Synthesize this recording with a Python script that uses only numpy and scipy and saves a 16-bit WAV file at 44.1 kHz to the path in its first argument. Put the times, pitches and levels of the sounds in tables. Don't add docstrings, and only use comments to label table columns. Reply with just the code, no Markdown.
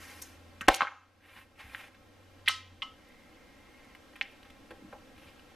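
import sys
import numpy as np
from scipy import signal
from scipy.fft import rfft, irfft, next_fast_len
from scipy.io import wavfile
from scipy.ndimage import uniform_filter1d

SR = 44100
rng = np.random.default_rng(int(sys.argv[2]) if len(sys.argv) > 2 else 0)


def unload_audio(sound):
    columns = np.transpose(np.atleast_2d(sound))
    steps = np.round(np.clip(columns, -1, 1) * 32767)
    wavfile.write(sys.argv[1], SR, steps.astype(np.int16))


def boost(x):
    u = np.asarray(x, float) / 20
    return 10 ** u


N = 245107

# [t/s, peak level/dB, body f/Hz, rattle/ms]
BLOWS = [
    (.6831, 7, 660, 2.2),
    (.684, -29, 50, .5),
    (.611, -43, 240, 6.0),
    (.8185, -38, 300, 7.0),
]
# [f/Hz, level/dB, T60/s]
TABLE_MODES = [(200, -7, 0.4), (313, 1, 0.071), (540, -14.5, 0.05), (800, 0.5, 0.13)]


def curve(table, column=1, outside=None):
    rows = np.array(table)
    return np.interp(np.arange(N) / SR, rows[:, 0], rows[:, column], outside, outside)


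def band(x, hz, width_hz):
    centre_hz = min(hz, .4 * SR)
    q = max(hz / width_hz, .3)
    return signal.lfilter(*signal.iirpeak(centre_hz, q, SR), x)


def colour(x, table):
    rows = np.array(table)
    size = next_fast_len(N)
    hz = np.maximum(np.fft.rfftfreq(size, 1 / SR), 1)
    gain = boost(np.interp(np.log(hz), np.log(rows[:, 0]), rows[:, 1]))
    return irfft(rfft(x, size) * gain)[..., :N]


def unit(x):
    return x / np.sqrt(np.mean(x ** 2))


def walk(rate_hz):
    hold = int(SR / rate_hz)
    levels = rng.standard_normal(N // 21 + 1)[:N // hold + 1]
    return unit(uniform_filter1d(np.repeat(levels, hold), hold)[:N])


def late(x, count):
    return np.pad(x, (count, 0))[:N]


def gain_db():
    # [t/s, depth/dB]
    ducks = [
        (.212, -1),
        (.604, 1),
        (.670, -17),
        (.80, -0.1),
        (2.46, -4),
        (2.812, 1.3),
        (4.206, -0.7),
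    ]
    rest_db, duck_s, hold_s, recover_s = 0.5, .002, 0.076, 0.87
    since_s = np.arange(N) / SR - np.array(ducks)[:, :1]
    drop = np.clip(since_s / duck_s, 0, 1)
    recovery = np.exp(-np.maximum(since_s - hold_s, 0) / recover_s)
    return rest_db + np.array(ducks)[:, 1] @ (drop * recovery)


def knocks(table, width_share, share_per_ms, crack_2k_db, modes=(), ring_db=-20.):
    out, t = np.zeros(N), np.arange(6000) / SR
    before_gain_db = -gain_db()
    for s, db, hz, ms in table:
        width_hz = hz * (width_share + share_per_ms * ms)
        crack_db = crack_2k_db + 6.5 * np.log2(hz / 2000)
        grains = rng.standard_normal((3, len(t)))
        fade = np.exp(-1000 * t / max(ms, .05))
        body = min(ms, 1) * grains[0] * grains[1] * fade
        body[0] += 3.0
        for _ in range(3):
            body = band(body, hz, 2 * width_hz)
        crack = grains[2] * grains[1] * fade ** 2
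        crack = band(band(crack, 10000, 7400), 10000, 9000)
        sound = body / np.abs(body).max() + boost(crack_db) * crack / np.abs(crack).max()
        i = int(s * SR)
        out[i:i + len(t)] += boost(db + before_gain_db[i + 40]) * sound
    ring = 0
    for hz, db, t60_s in modes:
        ring = ring + boost(db) * band(out, hz, np.log(1000) / np.pi / t60_s)
    return out + boost(ring_db + 3.8 * walk(70)) * ring


def air():
    # [f/Hz, density/dB]
    spectrum = [(20, -5), (40, -4.5), (80, -1), (141, -7.5), (280, -1.5), (390, -5.5), (540, -4.5),
                (900, -9), (1300, -9.5), (2100, -10.5), (3500, -14.5), (6000, -16.5), (10000, -25),
                (15000, -29)]
    steady = unit(colour(rng.standard_normal(N), spectrum))
    bass = band(steady, 60, 120)
    return boost(-58.5) * (steady + bass * (boost(2.3 * walk(6.6)) - 1))


def air_side():
    # [f/Hz, density/dB]
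    spectrum = [(20, -25.5), (40, -12), (400, 1.5), (1000, -5.5), (2000, -9.5), (4000, -14), (8000, -21),
                (15000, -21)]
    hush = unit(colour(rng.standard_normal(N), spectrum))
    again = colour(late(hush, count=25), [(3000, -0.5), (7000, -5.5), (10000, -19)])
    return boost(-66.5) * (hush + again)


def drone():
    # [t/s, f/Hz, level/dB]
    engine = [(0, 84, -65.5), (.6, 86.5, -61), (.9, 89.9, -74.5), (1.3, 92.3, -72.5), (1.9, 93.2, -75),
              (2.2, 95, -65.5), (2.45, 93.3, -63), (2.72, 90.8, -60.5), (2.84, 82, -74), (3.0, 80, -72.5),
              (3.3, 75, -106)]
    hz = curve(engine) * (1 + 0.012 * walk(6.0))
    phase = 2 * np.pi * np.cumsum(hz) / SR
    level_db = curve(engine, column=2, outside=-120) - gain_db() + 0.66 * walk(8.2)
    return np.sqrt(2) * boost(level_db) * np.sin(phase)


def felt():
    # [t/s, level/dB]
    strokes = [
        [(0, -48.5), (.2, -50), (.26, -51), (.354, -62), (.44, -85.5)],
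        [(1.2, -69), (1.264, -55), (1.39, -47), (1.43, -52.5), (1.5, -79.5)],
        [(1.555, -70), (1.595, -47.5), (1.65, -51.5), (1.78, -43.5), (1.88, -53.5), (1.93, -84)],
        [(5.15, -80), (5.18, -57), (5.26, -54.5), (5.45, -76)],
    ]
    # [scrape f/Hz, rustle level/dB, hiss level/dB]
    paper = [(2000, -1, -1.4), (2021, -18.5, -8.5), (2103, -14.5, -8), (2600, -14.5, -6.5)]
    # [t/s, level/dB]
    shoe_draw = [(2.95, -78), (3.1, -64.5), (3.5, -66.5), (3.9, -62), (4.0, -85)]
    hiss_hz, hiss_width_hz = 10500, 7500
    out = 0
    for stroke, (hz, rustle_db, hiss_db) in zip(strokes, paper):
        db = curve(stroke, outside=-120)
        grip = boost(2.2 * walk(60) + 1.1 * walk(300))
        scrape, rustle, hiss, drag = rng.standard_normal((4, N))
        drag = unit(band(drag, 920, 710))
        scrape = unit(band(band(scrape, hz, 1700), hz, 1700))
        rustle = unit(band(rustle, 5600, 2700))
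        hiss = unit(band(band(hiss, hiss_hz, hiss_width_hz), hiss_hz, hiss_width_hz))
        out = out + boost(db - 13.5) * grip * drag
        out = out + boost(db - 6.0) * grip * scrape
        out = out + boost(db + rustle_db - 4.5) * grip * rustle
        out = out + boost(db + hiss_db - 8.0) * hiss
    shoe_db = curve(shoe_draw, outside=-120) + 1.9 * walk(3.93)
    shoe = unit(band(rng.standard_normal(N), 2080, 200)) * boost(shoe_db)
    return (out + shoe) / boost(gain_db())


def chips():
    # [t/s, peak level/dB, body f/Hz, rattle/ms]
    clicks = [(.217, -30, 6300, 16), (.2195, -25.5, 9700, 2.6), (.609, -26, 2730, 4.6),
              (.610, -34, 6600, 5), (.610, -29, 1550, 12), (.684, -13, 9500, 3), (.710, -38, 8000, 1),
              (.719, -36, 8000, 1), (.732, -29, 10000, 1.5), (.742, -19, 3500, 4.1), (.743, -16, 6900, 1.6),
              (.755, -29, 9000, 9)]
    # [f/Hz, level/dB, T60/s]
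    chip_modes = [(5580, -9, 0.077), (5950, -2.5, 0.17), (6620, -0.5, .2)]
    return knocks(clicks, width_share=0.37, share_per_ms=.001, crack_2k_db=-15, modes=chip_modes, ring_db=7.0)


def table_blows():
    return knocks(BLOWS, width_share=1.1, share_per_ms=0, crack_2k_db=-20)


def rack():
    # [t/s, peak level/dB, body f/Hz, rattle/ms]
    drops = [(.677, -31, 2160, 3), (.6805, -29, 2170, 1.8), (.684, -11, 1900, 4.8), (.8078, -23, 2700, 1.6),
             (.686, -30, 340, 10), (.690, -19.5, 724, 22), (.694, -24, 2354, 82), (.8075, -12, 1170, .15),
             (.8185, -11.5, 1160, 0.37), (.8188, -20, 2900, 2.5), (.828, -24, 850, 4),
             (.826, -33, 2600, 24), (.850, -23.5, 1310, 0.77), (.871, -25, 1414, .4),
             (.878, -31, 1370, 4.9), (.92, -43.5, 1090, 11)]
    # [f/Hz, level/dB, T60/s]
    rack_modes = [(328, -13.5, 0.097), (546, -13.5, 0.11), (788.5, -6, 0.13), (1260, -8, 0.049),
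                  (1534, -2.5, 0.057), (2140, 1.5, 0.036)]
    return knocks(drops, width_share=.4, share_per_ms=.008, crack_2k_db=-36, modes=rack_modes, ring_db=-2.5)


def cards():
    # [t/s, peak level/dB, body f/Hz, rattle/ms]
    landings = [(1.385, -46, 1488, 5.6), (1.36, -63, 143.5, 22), (1.640, -52, 70, 27),
                (1.945, -49, 2000, 12.3), (3.085, -57, 9240, 3), (3.844, -52, 8730, 1.7),
                (3.949, -39, 1800, 3), (4.134, -51, 1300, 4.7), (4.157, -38, 1800, 12),
                (4.159, -48, 11000, .82), (4.189, -53, 2680, 4.2), (4.310, -58, 10000, 14),
                (4.430, -40.5, 2500, .94), (4.449, -48, 1620, 21), (4.500, -44, 2480, 7.3),
                (4.707, -37, 1800, 8), (4.708, -43.5, 493, 18), (4.818, -48.5, 200, 56),
                (4.926, -40.5, 1300, 7.7), (4.927, -42, 640, 21), (5.164, -46, 2335, 1.1),
                (5.179, -45, 2350, 4.5), (5.395, -44.5, 2510, 3)]
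    return knocks(landings, width_share=0.73, share_per_ms=.001, crack_2k_db=-12.5,
                  modes=TABLE_MODES, ring_db=3.5)


def snaps():
    # [t/s, peak level/dB, body f/Hz, rattle/ms]
    flicks = [
        (1.748, -22.5, 1850, 0.45),
        (4.2122, -11, 2340, 0.1),
        (4.212, -41, 700, 2.9),
        (4.2187, -26, 2400, .08),
        (4.222, -33, 4300, 5),
    ]
    return knocks(flicks, width_share=.37, share_per_ms=0.011, crack_2k_db=-30, modes=TABLE_MODES, ring_db=1.0)


def tray():
    # [t/s, peak level/dB, body f/Hz, rattle/ms]
    clacks = [(2.460, -32.5, 2860, 42), (2.477, -11, 2180, 3), (2.479, -28, 1350, 7.5),
              (2.480, -50, 395, 6.4), (2.482, -6.5, 3150, 1.33), (2.482, -16.5, 9000, 2.2),
              (2.490, -37.5, 7500, 34), (2.494, -25, 1247, 3.7), (2.494, -27, 2920, 3),
              (2.488, -21.5, 4340, 35), (2.502, -31, 4700, 22), (2.820, -21.5, 2930, 4.5),
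              (2.821, -39.5, 4500, 24), (2.822, -38, 1094, 10.4), (2.850, -49, 1040, 9)]
    # [f/Hz, level/dB, T60/s]
    tray_modes = [(1037, -1.5, 0.35), (1293, 1.5, 0.17), (1630, -15, 0.287), (2094, -2.5, 0.07),
                  (2950, -7.5, 0.087), (3150, -9.5, 0.15), (2698, -36.5, 0.28), (3780, -7, 0.139),
                  (4360, -1.5, 0.14), (5060, -10, 0.132)]
    return knocks(clacks, width_share=0.26, share_per_ms=0.0099, crack_2k_db=-31,
                  modes=tray_modes, ring_db=10.5)


def room(x, wet_db):
    # [f/Hz, T60/s]
    decays = [(125, 0.35), (250, 0.32), (500, .33), (1000, .35), (2000, 0.25), (4000, 0.29), (8000, 0.22),
              (14000, 0.52)]
    t = np.arange(int(.8 * SR)) / SR
    tail = 0
    for hz, t60_s in decays:
        tail = tail + band(rng.standard_normal(len(t)), hz, 1.354 * hz) * boost(-60 * t / t60_s)
    tail *= np.minimum(t / 0.011, 1)
    return boost(wet_db) * signal.fftconvolve(x, tail / np.sqrt(np.sum(tail ** 2)))[:N]


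def early_scatter(x):
    scatter = rng.standard_normal(300) * np.exp(-np.arange(300) / 60)
    return signal.fftconvolve(x, scatter / np.sqrt(np.sum(scatter ** 2)))[:N]


def scene():
    # [f/Hz, level/dB]
    room_colour = [(100, 2.5), (1000, -0.8), (4000, -4), (7000, -3), (8500, -21), (15000, -26.5)]
    near = felt() + chips() + rack() + cards() + snaps() + tray()
    slant = room(near, wet_db=-11.0) + boost(2.5) * early_scatter(near)
    slant = colour(slant, [(300, -31), (1000, -26.5), (2500, -25.0), (5000, -15.5), (12000, -12.5)])
    reflected = colour(room(near, wet_db=-11.0), room_colour)
    middle = table_blows() + near + reflected + air() + drone()
    return np.array([middle, air_side() + slant])


def roll_off(x):
    return signal.sosfilt(signal.butter(12, 17930, fs=SR, output="sos"), x)


def record(dry):
    overload_db, far_headroom, far_lag_samples, top_hz = -10.5, 1.4, 166, 15150
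    gain = gain_db()
    top = boost(overload_db - gain[int(BLOWS[0][0] * SR)])
    close = colour(dry[0], [(30, 6.5), (3000, -1.5), (7000, -11.0), (8500, -14), (14000, -9.0)])
    close = np.clip(close, -top, top)
    far = late(np.clip(dry[0], -far_headroom * top, far_headroom * top), count=far_lag_samples)
    far = colour(far, [(30, -18), (300, -4), (3000, -6.5), (7000, -9.0), (12500, -3.0), (15000, -10.5)])
    hiss = boost(-62.5) * colour(rng.standard_normal(N), [(500, -25.5), (4000, -7.5), (15000, -18)])
    mid = close + far + hiss
    side = late(dry[1], count=far_lag_samples)
    pair = boost(gain) * np.array([mid + side, mid - side])
    pair = signal.sosfilt(signal.ellip(6, .5, 30, top_hz, fs=SR, output="sos"), pair)
    return roll_off(pair)


dry = scene()
out = record(dry)
unload_audio(out)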